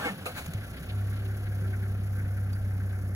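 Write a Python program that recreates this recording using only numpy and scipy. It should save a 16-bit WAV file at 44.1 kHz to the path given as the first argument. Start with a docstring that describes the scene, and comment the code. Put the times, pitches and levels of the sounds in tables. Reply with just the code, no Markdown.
"""Engine catching and idling

Heard from the standing vehicle: a short starter rasp ends in a clunk, fittings rattle and the body
shudders. The exhaust settles into a low boom on the third multiple of the firing rate, under ringing
panels and a light clatter and hiss that pulse with each firing."""
import sys
import numpy as np
from scipy import signal
from scipy.fft import rfft, irfft
from scipy.io import wavfile

SR = 44100
rng = np.random.default_rng(int(sys.argv[2]) if len(sys.argv) > 2 else 0)


def unload_audio(sound):
    """Save the sound as a 16-bit wav file, at the path given as the first command line argument."""
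    columns = np.transpose(np.atleast_2d(sound))
    # keep every value between -1 and 1, then stretch to whole-number steps
    steps = np.round(np.clip(columns, -1, 1) * 32767)
    wavfile.write(sys.argv[1], SR, steps.astype(np.int16))


N = 138915
TIME = np.arange(N) / SR
HZ = np.fft.rfftfreq(N, 1 / SR)

# engine speed (time [s], firing rate [Hz])
FIRING_RATE = [(0, 30), (0.7, 31), (0.9, 33), (1.25, 33.7), (1.6, 33.05), (2.4, 32.7), (3.15, 32.1)]
def firing_count():
    """The engine's pulse: a running count of firings."""
    firings = np.cumsum(np.interp(TIME, *np.transpose(FIRING_RATE))) / SR
    return firings - np.interp(2.003, TIME, firings) % 1 + 2  # one cycle starts at 2.003 s


# exhaust tones (harmonic, level [dB], entry [s], fade-in [s], level waver [dB], phase waver [turns])
EXHAUST_TONES = [(1, -56.5, 0.65, .25, 6, 0.03), (2, -42.5, 0.48, 0.36, 0.9, 0.03),
                 (3, -30.5, 0.85, 0.12, .5, 0.024), (6, -52, 0.81, 0.057, -2, 0.14)]
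# the boom sags and recovers (time [s], gain [dB])
BOOM_RIDE = [(1.1, 1), (1.23, -2.5), (1.29, 0.5), (1.37, -3), (1.5, -1), (1.65, 1), (1.95, -0.5), (2.1, .5),
             (2.82, 0.8), (2.92, -0.5), (3.15, -1.5)]
def exhaust_hum(firings):
    """Low multiples of the firing rate swell in one after another."""
    out = np.zeros(N)
    for harmonic, db, entry, fade, waver_db, slip in EXHAUST_TONES:
        level = np.clip((TIME - entry) / fade, 0, 1) * amp(db + waver_db * waver(rate_hz=20))
        if harmonic >= 3:
            level *= amp(np.interp(TIME, *np.transpose(BOOM_RIDE)))
        turns = harmonic * firings + slip * waver(rate_hz=6.2)
        out += level * np.sqrt(2) * np.sin(2 * np.pi * turns)
    return out


# engine noise colour (frequency [Hz], relative level [dB])
ENGINE_EQ = [(130, 2.5), (190, -3), (260, -5.5), (330, -16), (430, -20.5), (520, -18), (640, -20),
             (780, -21.5), (1000, -29.5), (1250, -26.5), (1400, -20), (1560, -16), (1900, -22),
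             (2300, -24.5), (2700, -26.5), (3400, -28), (4200, -31), (5500, -37), (7000, -36.5),
             (8300, -39), (11000, -31.5), (15000, -35.5)]
# pulsing bands (low [Hz], high [Hz], level at 2 s [dB], peak position [cycles], attack width [cycles],
# steady share [0-1], puff scatter [dB], drift [dB/s])
ENGINE_BANDS = [(119.6, 318, -46, 0.7, 0.1, 0.94, 2, 0.33), (318, 1270, -52, 0.4, 0.4, 0.85, 2.5, -.5),
                (1120, 2440, -55, 0.3, 0.24, 0.3, 2.5, 0), (2130, 5000, -60.5, 0.34, 0.24, 0.63, 4.9, -3.5),
                (4870, 15300, -58, 0.14, 0.24, 0.42, 2.5, -0.9)]
def engine_clatter(firings):
    """Knock and hiss: each noise band puffs once per firing, never quite alike."""
    out = np.zeros((2, N))
    for low, high, db, position, width, steady, scatter_db, drift in ENGINE_BANDS:
        band = colour(ENGINE_EQ) / np.sqrt((1 + (low / (HZ + 1)) ** 20) * (1 + (HZ / high) ** 20))
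        cycle = firings - position + .5
        strength = amp(scatter_db * rng.standard_normal(200))[cycle.astype(int)]
        age = cycle % 1 - .5
        spread = width * np.where(age < 0, 1, 2)  # the tail is twice the attack
        puffs = steady + (1 - steady) * strength * np.exp(-.5 * (age / spread) ** 2)
        catch_db = 1.5 * np.exp(-TIME ** 4) * low / (low + 1000)  # brighter for the first second
        out += noise(band) * evened(puffs) * amp(db + catch_db + drift * (TIME - 2))
    return out


# rasp envelope (time [s], level [dB])
RASP_ENVELOPE = [(0, -35.5), (.03, -36), (0.061, -32), (.095, -36), (.125, -43.5), (.17, -60), (0.238, -47)]
# rasp colour (frequency [Hz], relative level [dB])
RASP_EQ = [(150, -13), (250, 1.5), (380, -10), (500, -4), (640, -4.5), (780, 1.5), (1000, -8), (1400, -3),
           (1750, -8.5), (2000, -13), (2700, -8.5), (3500, -14), (5500, -26.5), (8000, -19.5),
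           (11000, -25.5), (15000, -28)]
# short whines (pitch at peak [Hz], glide [octaves/s], peak time [s], half length [s], level [dB])
STARTER_WHINES = [(1591, -3, 0.045, 0.012, -32.5), (493.4, -4.5, 0.066, 0.012, -31.5),
                  (1770, -1.5, .093, 0.011, -36.5), (2196, -1, 0.071, 0.017, -31),
                  (193.8, -3, 0.118, 0.018, -33), (1740, -2, 0.0297, 0.018, -38),
                  (795, -3.5, 0.0671, 0.015, -37), (1370, -1.5, .085, 0.0092, -37.5),
                  (1150, -2.5, 0.0526, 0.014, -41), (305.4, 0, 0.065, 0.014, -40)]
def starter(teeth_hz=230, teeth_depth=0.19, pitch_jitter=0.018):
    """Gear teeth rasp and whine as the starter runs down."""
    teeth = np.cumsum(teeth_hz * (1 + 0.19 * waver(rate_hz=60))) / SR
    grit = evened(1 + teeth_depth * np.cos(2 * np.pi * teeth))
    times, levels = np.transpose(RASP_ENVELOPE)
    envelope = amp(np.interp(TIME, times, levels)) * (TIME < times[-1])
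    out = noise(colour(RASP_EQ)) * grit * envelope
    for hz, glide, peak, half, db in STARTER_WHINES:
        age = np.clip(TIME - peak, -1, .5)
        pitch = hz * 2 ** (glide * age) * (1 + pitch_jitter * waver(rate_hz=82))
        out += amp(db) * swell(peak, half) * np.sin(2 * np.pi * np.cumsum(pitch) / SR)
    return out


# clunk cue (time [s], level [dB])
CLUNK_HITS = [(0.2607, -28.5)]
# impact colour (frequency [Hz], relative level [dB])
CLUNK_EQ = [(150, -26), (350, -13), (510, 7), (780, 9.5), (1000, -30), (1280, 16), (1700, -27), (2600, 7),
            (3400, -21), (4100, -21), (5300, -26), (7000, -17), (11000, -10), (15000, -33)]
# metal ring-out (pitch [Hz], level relative to the hit [dB], t60 [s])
CLUNK_RING = [(377, -14, 0.048), (500, -2.5, 0.15), (723, -11, 0.27), (1276, -1, 0.11), (2100, -13, 0.079),
              (2730, -18, 0.11), (4130, -21, 0.11)]
def clunk(attack_s=0.0042, decay_s=0.011, buzz_turns=0.073):
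    """The starter drops out and strikes metal; loose contact roughens each mode."""
    out = noise(colour(CLUNK_EQ)) * sum(amp(db) * burst(s, attack_s, decay_s) for s, db in CLUNK_HITS)
    for start, db in CLUNK_HITS:
        for hz, mode_db, t60 in CLUNK_RING:
            out += amp(db + mode_db) * ring(start, hz, attack_s, t60, buzz_turns * waver(rate_hz=65))
    return out


# body thumps (time [s], pitch [Hz], level [dB], attack [s], t60 [s])
THUMPS = [(0.169, 93.9, -39, 0.024, 0.8), (0.291, 102, -41, 0.017, 0.29), (0.391, 71.4, -38.5, 0.02, 0.22),
          (0.463, 90.8, -32.5, 0.0085, 0.34), (0.477, 162.4, -29.5, 0.012, 0.14),
          (0.546, 101.5, -25.5, 0.0039, 0.44), (0.548, 145, -28.5, 0.003, 0.031),
          (.69, 100.6, -32, 0.032, 0.086), (0.804, 168, -33.5, 0.0034, 0.084),
          (1.614, 164, -30, 0.0037, 0.089)]
def shudders():
    """The body thumps dully on its springs and mounts."""
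    return sum(amp(db) * ring(s, hz, attack, t60) for s, hz, db, attack, t60 in THUMPS)


# rattle cues (time [s], level [dB], attack [s], decay [s])
RATTLE_HITS = [(0.255, -35, 0.0042, 0.037), (0.349, -35.5, 0.036, 0.027)]
# rattle colour (frequency [Hz], relative level [dB])
RATTLE_EQ = [(200, -5), (500, -4.5), (780, -2.5), (1100, -6.5), (1500, -1), (1950, -11), (2250, -0.5),
             (2700, -8.5), (3500, -10.5), (4100, -6), (5300, -20), (6800, -14.5), (11000, -15.5),
             (15000, -17)]
def rattles():
    """Loose fittings shake in bright bursts."""
    grit = evened(amp(0.53 * waver(rate_hz=220)))
    envelope = sum(amp(db) * burst(s, attack, decay) for s, db, attack, decay in RATTLE_HITS)
    return noise(colour(RATTLE_EQ)) * grit * envelope


# click cues (time [s], level [dB])
CLICK_HITS = [(0.422, -44.5), (0.4597, -39), (0.4633, -42), (0.535, -37.5), (1.071, -51), (2.53, -43)]
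# click colour (frequency [Hz], relative level [dB])
CLICK_EQ = [(500, -5), (1500, 2), (3000, -5), (4200, -5), (5400, -11), (6600, -3.5), (7600, -5), (9500, -9),
            (11300, -5.5), (12500, -10), (15000, -13)]
def clicks(attack_s=0.00079, decay_s=0.0045):
    """Small metal parts click dryly."""
    return noise(colour(CLICK_EQ)) * sum(amp(db) * burst(s, attack_s, decay_s) for s, db in CLICK_HITS)


# chatter cues (time [s], level [dB])
CHATTER_HITS = [(.196, -51), (.368, -43), (.64, -48.5), (1.016, -54), (1.126, -49.5), (1.31, -51),
                (1.473, -47.5), (1.53, -50), (1.653, -46.5), (1.743, -45.5), (1.832, -48.5), (1.861, -54),
                (2.198, -45), (2.38, -49.5), (2.437, -57), (2.565, -53), (2.959, -51.5)]
# chatter colour (frequency [Hz], relative level [dB])
CHATTER_EQ = [(1000, -68), (1350, 1), (1560, 8.5), (1850, -3), (2300, -1.5), (3000, -48), (6000, -44)]
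def chatter(half_s=0.011):
    """A loose panel gives short buzzes."""
    return noise(colour(CHATTER_EQ)) * sum(amp(db) * swell(s, half_s) for s, db in CHATTER_HITS)


def tink():
    """A small metal part is tapped once."""
    return amp(-48) * ring(start=2.532, hz=4798, attack=0.00079, t60=0.08)


# panel resonances (pitch [Hz], bandwidth [Hz], level at 1.5 s [dB], drift [dB/s])
PANEL_MODES = [(381.7, 8.3, -58.5, -2), (493, 15, -64.5, -1.5), (725, 37, -62, -0.5),
               (1143, 25, -75.5, -11.5), (1363, 35, -62.5, -3.5), (1558, 16, -70.5, -5.5),
               (2120, 34, -70, 1)]
# the lowest panel sings out (time [s], level [dB], half length [s])
PANEL_SWELLS = [(0.956, -53, 0.039), (1.256, -51, 0.054), (1.683, -48.5, 0.036)]
def panels():
    """Shaken body panels ring narrowly; now and then the lowest swells into a clean tone."""
    rings = np.zeros((2, N))
    for hz, width, db, drift in PANEL_MODES:
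        resonance = 1 / (1 + (2 * (HZ - hz) / width) ** 2)
        rings += amp(db + drift * (TIME - 1.5)) * noise(resonance)
    fade_in = np.clip(TIME / 0.88, 0, 1) ** 2
    singing = sum(amp(db) * swell(s, half) for s, db, half in PANEL_SWELLS)
    return rings * fade_in + singing * np.sin(2 * np.pi * PANEL_MODES[0][0] * TIME)


# rumble colour (frequency [Hz], relative level [dB])
RUMBLE_EQ = [(35, -2), (58, -16), (85, 2), (105, -1), (120, -4.5), (200, -30), (500, -73)]
def rumble():
    """The shaking vehicle lays down a steady low bed."""
    return amp(-49.5) * noise(colour(RUMBLE_EQ))


# stereo likeness (frequency [Hz], correlation [0-1])
STEREO_LIKENESS = [(100, 0.96), (300, 1), (700, 0.92), (1400, 0.72), (2800, 0.73), (5000, 0.43), (9000, 1),
                   (15000, 0.67)]
def noise(gain):
    """Coloured noise in two partly alike channels, rms 1."""
    shared, apart = rfft(rng.standard_normal((2, N)))
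    likeness = np.clip(curve(STEREO_LIKENESS), 0, 1)
    pair = np.sqrt(1 + likeness) * shared + np.sqrt(1 - likeness) * np.array([apart, -apart])
    return evened(irfft(pair * gain, N))


def amp(db):
    """Decibels to gain."""
    return 10 ** (np.asarray(db) / 20)


def evened(x):
    """Scales to rms 1."""
    return x / np.sqrt(np.mean(x ** 2) + 1e-20)


def curve(points):
    """Joins (Hz, value) points along a log frequency axis."""
    hz, value = np.transpose(points)
    return np.interp(np.log(HZ + 1), np.log(hz), value)


def colour(points):
    """EQ gain from (Hz, dB) points, with a low cut below the first."""
    return amp(curve(points)) / np.sqrt(1 + (0.95 * points[0][0] / (HZ + 1)) ** 8)


def waver(rate_hz):
    """Random wobble up to about rate_hz, rms 1."""
    return evened(irfft(rfft(rng.standard_normal(N)) / (1 + (HZ / rate_hz) ** 4), N))


def swell(peak, half):
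    """A bell-shaped rise and fade around one moment."""
    return np.exp(-.5 * ((TIME - peak) / half) ** 2)


def burst(start, attack, decay):
    """Straight attack, exponential decay."""
    age = TIME - start
    return np.clip(age / attack, 0, 1) * np.exp(-np.maximum(age - attack, 0) / decay)


def ring(start, hz, attack, t60, slip=0):
    """One struck mode; slip shifts its phase, in turns."""
    return burst(start, attack, t60 / np.log(1000)) * np.sin(2 * np.pi * (hz * (TIME - start) + slip))


def scene():
    """The mix: running engine, start-up, loose metal and low end."""
    firings = firing_count()
    running = exhaust_hum(firings) + engine_clatter(firings) + chatter() + panels()
    return running + starter() + clunk() + rattles() + clicks() + tink() + shudders() + rumble()


# stereo phase (frequency [Hz], left lead [rad])
STEREO_PHASE = [(0, 0.08), (860, -1.5), (1290, -0.1), (2410, -3.2), (2760, -2.8), (5170, -4.2),
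                (6030, -6.7), (6630, -6.6), (7670, -9.1), (8870, -9.6), (10400, -12.1), (13700, -16.0),
                (15200, -18.4), (16500, -19.3)]
# stereo balance (frequency [Hz], left minus right [dB])
STEREO_BALANCE = [(100, 0), (300, -1), (700, 0.5), (1400, 1), (2800, 2), (5500, -5.5), (9000, 1.5),
                  (15000, -1)]
def record(dry, cutoff_hz=15850):
    """The sound reaches the left microphone a little later; a steep high cut trims the top."""
    lead = np.interp(HZ, *np.transpose(STEREO_PHASE))
    left = amp(curve(STEREO_BALANCE) / 2) * np.exp(.5j * lead)
    pair = irfft(rfft(dry) * np.array([left, 1 / left]), N)
    high_cut = signal.firwin(511, cutoff_hz, window=("kaiser", 9), fs=SR)
    return signal.oaconvolve(pair, high_cut[None], "same", axes=1)


dry = scene()
out = record(dry)
unload_audio(out)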